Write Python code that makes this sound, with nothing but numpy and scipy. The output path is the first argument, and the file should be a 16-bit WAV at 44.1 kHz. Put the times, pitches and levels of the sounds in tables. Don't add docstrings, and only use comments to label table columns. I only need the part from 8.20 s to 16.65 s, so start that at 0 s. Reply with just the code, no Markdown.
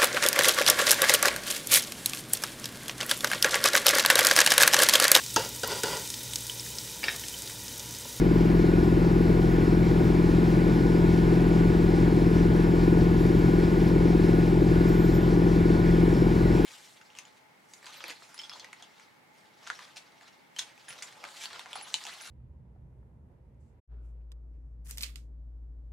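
import sys
import numpy as np
from scipy import signal
from scipy.fft import rfft, irfft, next_fast_len
from scipy.io import wavfile
from scipy.ndimage import uniform_filter1d, map_coordinates

SR = 44100
rng = np.random.default_rng(int(sys.argv[2]) if len(sys.argv) > 2 else 0)


def elevation(decibels):
    levels = np.asarray(decibels, float)
    return 10 ** (levels / 20)


def to_wav(sig):
    pcm = np.clip(np.atleast_2d(sig), -1, 1) * 32767
    pcm = np.round(pcm).astype(np.int16)
    wavfile.write(sys.argv[1], SR, pcm.T)


N = 372644


def wobble(rate):
    knots = rng.standard_normal(int(N * rate / SR) + 4)
    return map_coordinates(knots, [np.arange(N) * rate / SR])


def filtered(x, response):
    edge = SR // 10
    long = np.pad(x, [(0, 0)] * (x.ndim - 1) + [(edge, edge)], "reflect")
    m = next_fast_len(N + SR // 2)
    spectrum = rfft(long, m) * response(np.fft.rfftfreq(m, 1 / SR))
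    return irfft(spectrum, m)[..., edge:edge + N]


def peaks(modes, hz):
    total = 0
    for k, (centre, width, db) in enumerate(modes):
        damping = 1j * hz * width
        total = total + (-1) ** k * elevation(db) * damping / (centre ** 2 - hz * hz + damping + 1e-9)
    return total


def noise(spectrum, patchy_db, ripple_db):
    z = signal.stft(rng.standard_normal((2, N + SR // 10)), nperseg=512)[2]
    field = uniform_filter1d(rng.standard_normal(z.shape[1:]), size=6, axis=0)
    field = uniform_filter1d(field, size=12, axis=1)
    ripple = rng.standard_normal((len(field), 1))
    gain = elevation(patchy_db * field / field.std() + ripple_db * ripple)
    pair = signal.istft(z * gain, nperseg=512)[1][:, :N]
    f, db = np.transpose(spectrum)
    colour = lambda hz: elevation(np.interp(np.log(hz + 1), np.log(f), db)) * np.sqrt(SR / 2)
    return filtered(pair, colour)


def over_bed(modes):
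    return lambda hz: np.sqrt(1 + np.abs(peaks(modes, hz)) ** 2)


def tones(lines, phase, unsteady_db, drift):
    total = np.zeros(N)
    for k, db, shift in lines:
        level = np.sqrt(2) * elevation(db + unsteady_db * wobble(5))
        total += level * np.cos(k * phase + shift + drift * wobble(2.957))
    return total


def any_phase(lines):
    return [(k, db, rng.uniform(0, 2 * np.pi)) for k, db in lines]


# (f/Hz, level/dB per Hz)
RUMBLE_COLOUR = [(20, -90), (30, -76), (42, -65), (56, -52), (110, -52.5), (200, -54), (300, -58.5),
                 (400, -61.5), (500, -64.5), (620, -68.5), (950, -68.5), (1100, -70.5), (1500, -76),
                 (2200, -120)]
# (f/Hz, level/dB per Hz)
HISS_COLOUR = [(900, -120), (1300, -76), (2000, -76), (2500, -78.5), (3000, -83), (4200, -85),
               (5200, -87.5), (5900, -93.5), (7500, -92), (9900, -94), (11000, -97), (13500, -97),
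               (15750, -100), (16500, -120)]
# (f/Hz, width/Hz, level/dB over the hiss)
DUCT_MODES = [(1543, 25, 3), (1679, 35, 8), (1810, 47, 3), (2235, 200, -2.5)]


def roar():
    load_db = 0.38 * wobble(0.69)
    hiss = filtered(noise(HISS_COLOUR, patchy_db=0.86, ripple_db=1.18), over_bed(DUCT_MODES))
    breathe_db = -0.22 + 0.4 * load_db + 0.33 * wobble(5)
    rumble = noise(RUMBLE_COLOUR, patchy_db=0.77, ripple_db=0.4)
    return elevation(load_db) * rumble + elevation(breathe_db) * hiss


# (f/Hz, level/dB per Hz)
BELT_COLOUR = [(2500, -120), (3200, -99), (4200, -96), (5300, -95), (6300, -101), (7600, -100),
               (10000, -103), (13000, -120)]
# (f/Hz, width/Hz, level/dB over the swish)
PULLEY_MODES = [(4400, 250, 1.5), (5170, 90, 6), (5360, 50, 7), (5770, 100, 6), (6100, 200, 1.5)]
BELT_HZ = 4.79


def belt():
    t = np.arange(N) / SR
    each_turn = np.sqrt(1 + np.cos(2 * np.pi * BELT_HZ * t - 0.5))
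    nearer_db = 0.4 * (t - 4)
    swish = each_turn * elevation(nearer_db + 1.2 * wobble(25))
    rub = swish * noise(BELT_COLOUR, patchy_db=2.0, ripple_db=-1.0)
    return filtered(rub, over_bed(PULLEY_MODES))


# (f/Hz, level/dB)
MOTOR_LINES = [(37.3, -44), (75.4, -46), (115.7, -44), (118.4, -46), (154.1, -48), (177.6, -50),
               (198.5, -43), (231.8, -49), (250, -53), (345.9, -51), (406.8, -54), (794.7, -53.5),
               (1006.7, -56), (3618, -71)]
# (multiple of its beat, level/dB)
PUMP_LINES = [(4, -39), (6, -52), (8, -52), (9, -58.5), (12, -58), (16, -55), (30, -67)]
PUMP_HZ = 72.085


def motors():
    turn = 2 * np.pi * np.arange(N) / SR
    pump = [(k * PUMP_HZ, db) for k, db in PUMP_LINES]
    return tones(any_phase(MOTOR_LINES + pump), turn, unsteady_db=2.5, drift=0.3)


# (start t/s, length/s, f/Hz, level/dB at the end, gain/dB on the way)
FLANGE_SQUEALS = [
    (-.1, 1.52, 14375, -69, 1),
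    (1.5, .36, 14325, -70, 3),
    (4.56, .12, 14140, -71, 6),
    (4.77, .27, 14125, -59.5, 7),
    (5.12, .07, 14140, -63, 4),
    (5.22, .16, 14155, -73, -3),
    (5.5, .14, 14210, -73, 6),
    (6.66, .33, 14218, -55.5, 7),
]
GRIP_S, SLIP_DB_PER_S = 0.03, 170


def squeal():
    t, out = np.arange(N) / SR, np.zeros(N)
    blur = 2 * np.pi * np.cumsum(45 * wobble(250)) / SR
    flutter = elevation(6 + 4.2 * wobble(70))
    for start, length, hz, db, build_db in FLANGE_SQUEALS:
        phase = 2 * np.pi * hz * t + blur
        rise_db = build_db * (np.clip((t - start) / length, 0, 1) - 1)
        fall_db = SLIP_DB_PER_S * np.maximum(t - start - length, 0)
        grip = np.clip((t - start) / GRIP_S, 0, 1)
        octave_down = elevation(-19 + 1.3 * start) * np.sin(phase / 2)
        out += grip * elevation(db + rise_db - fall_db) * flutter * (np.sin(phase) + octave_down)
    return out


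# (multiple of the engine cycle, level/dB)
GEAR_LINES = [(21, -47), (24, -45), (26, -46), (38, -51), (42, -46), (43, -49), (46, -51.5), (50, -56.5),
              (54, -56.5), (58, -58.5), (68, -54), (136, -52.5), (138, -46.5), (168, -70)]


def gear_teeth(crank):
    return tones(any_phase(GEAR_LINES), crank, unsteady_db=2.0, drift=0.47)


def valve_clatter(crank):
    one_cycle = rng.standard_normal(512)
    rattle = one_cycle[(crank / (2 * np.pi) % 1 * 512).astype(int)]
    return elevation(-41) * filtered(rattle, lambda hz: peaks([(800, 650, 0)], hz) ** 2)


CYCLE_HZ = 10.6224
START = 0.001592
CYLINDER_KNOCKS = [
    (.1329, .618),
    (.1945, .259),
    (.3869, -.329),
    (.4197, .143),
    (.6321, -.587),
    (.6937, -.131),
    (.8988, -.24),
    (.9803, -.15),
]
# (f/Hz, width/Hz, level/dB)
STACK_MODES = [(262.4, 62, -1.67), (347, 113.6, .66), (467.7, 100.7, -4.9)]


def exhaust_knocks():
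    place, strength = np.transpose(CYLINDER_KNOCKS)
    cycles = np.arange(-1, int(N / SR * CYCLE_HZ) + 1)[:, None]
    scatter = rng.standard_normal((len(cycles), len(place), 2))
    blow_s = START + (cycles + place) / CYCLE_HZ + 0.00008 * scatter[..., 0]
    at = np.round(SR * blow_s).astype(int)
    size = strength * elevation(1.16 * scatter[..., 1])
    inside = (at >= 0) & (at < N)
    blows = np.bincount(at[inside], size[inside], N)
    return elevation(36.0) * filtered(blows, lambda hz: peaks(STACK_MODES, hz) ** 2)


# (multiple of the engine cycle, level/dB)
FIRING_ORDERS = [(4, -29.5), (6, -49), (7, -48), (8, -40), (9, -49), (10, -42), (11, -48), (12, -31),
                 (13, -50), (14, -45), (16, -24), (17, -43), (18, -38), (20, -34.5)]


def firing_hum(crank):
    lines = []
    for k, db in FIRING_ORDERS:
        silencer = 1.05 * (1 + np.tanh(k - 14))
        halfway = np.pi / 2 * (k % 4 == 2)
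        lines.append((k, db, 0.376 * k - 1.8 + silencer + halfway))
    return tones(lines, crank, unsteady_db=0.76, drift=0.084)


def engine():
    crank = 2 * np.pi * CYCLE_HZ * (np.arange(N) / SR - START)
    return firing_hum(crank) + gear_teeth(crank) + exhaust_knocks() + valve_clatter(crank)


# (f/Hz, left lead/rad, left-right level/dB, likeness/0-1)
MIC_PORTS = [(0, 0, 1.5, .99), (250, .45, 1.8, .98), (420, 1.01, 2.8, .96), (650, .6, 6, .55),
             (950, 1.1, 5, .55), (1100, 2.6, 2.1, .5), (1550, 2.3, -4, .45), (1750, 5.2, 2.1, .3),
             (2100, 6.3, -1.2, .88), (3400, 6.28, 0, .99), (6750, 6.28, 0, .85), (15750, -6.6, 0, .8)]


def ports(direct, diffuse):
    f, lead, tilt_db, alike = np.transpose(MIC_PORTS)
    side = np.array([[1], [-1]])

    def place(hz):
        level = elevation(side * np.interp(hz, f, tilt_db) / 2)
        return level * np.exp(0.5j * side * np.interp(hz, f, lead))

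    def turn(hz):
        return np.arccos(np.clip(np.interp(hz, f, alike), 0, 1)) / 2

    shared = filtered(diffuse[0], lambda hz: place(hz) * np.cos(turn(hz)))
    apart = filtered(diffuse[1], lambda hz: place(hz) * side * np.sin(turn(hz)))
    return filtered(direct, place) + shared + apart


def scene():
    return ports(engine() + motors() + squeal(), roar() + belt())


def top_cut(x):
    return signal.sosfilt(signal.butter(12, 16550, fs=SR, output="sos"), x)


# (from f/Hz, to f/Hz)
DIFFERENCE_BANDS = [(0, 3450), (7550, 10450), (11700, 14500)]
# (from f/Hz, to f/Hz)
SUM_GAPS = [(8800, 9250), (13050, 13750), (15760, 22050)]
# (from f/Hz, to f/Hz, level/dB over usual)
FAINT_SUM_BANDS = [(8300, 8550, -1), (8550, 8800, .5), (9250, 9600, 1.3), (12500, 12750, .8),
                   (12750, 13050, 1.7), (13750, 13900, -1.2)]


def record(dry):
    within = lambda hz, bands: sum((hz >= lo) & (hz < hi) for lo, hi in bands)
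    side = filtered(dry[0] - dry[1], lambda hz: within(hz, DIFFERENCE_BANDS)) / 2
    hz, _, z = signal.stft((dry[0] + dry[1]) / 2, SR, nperseg=2048)
    power = lambda lo, hi: np.sum(np.abs(z[(hz >= lo) & (hz < hi)]) ** 2, axis=0)
    keep = np.outer(1.0 - within(hz, SUM_GAPS), np.ones(z.shape[1]))
    for lo, hi, db in FAINT_SUM_BANDS:
        band = power(lo, hi)
        keep[(hz >= lo) & (hz < hi)] = band > np.median(band) * elevation(db) ** 2
    whistle = power(13900, 14450)
    for lo, hi in [(14480, 14800), (14800, 15150), (15150, 15450), (15450, 15760)]:
        keep[(hz >= lo) & (hz < hi)] = whistle < elevation(10.5) ** 2 * power(lo, hi)
    mid = signal.istft(z * keep, SR, nperseg=2048)[1][:N]
    return top_cut(np.array([mid + side, mid - side]))


dry = scene()
out = record(dry)
to_wav(out)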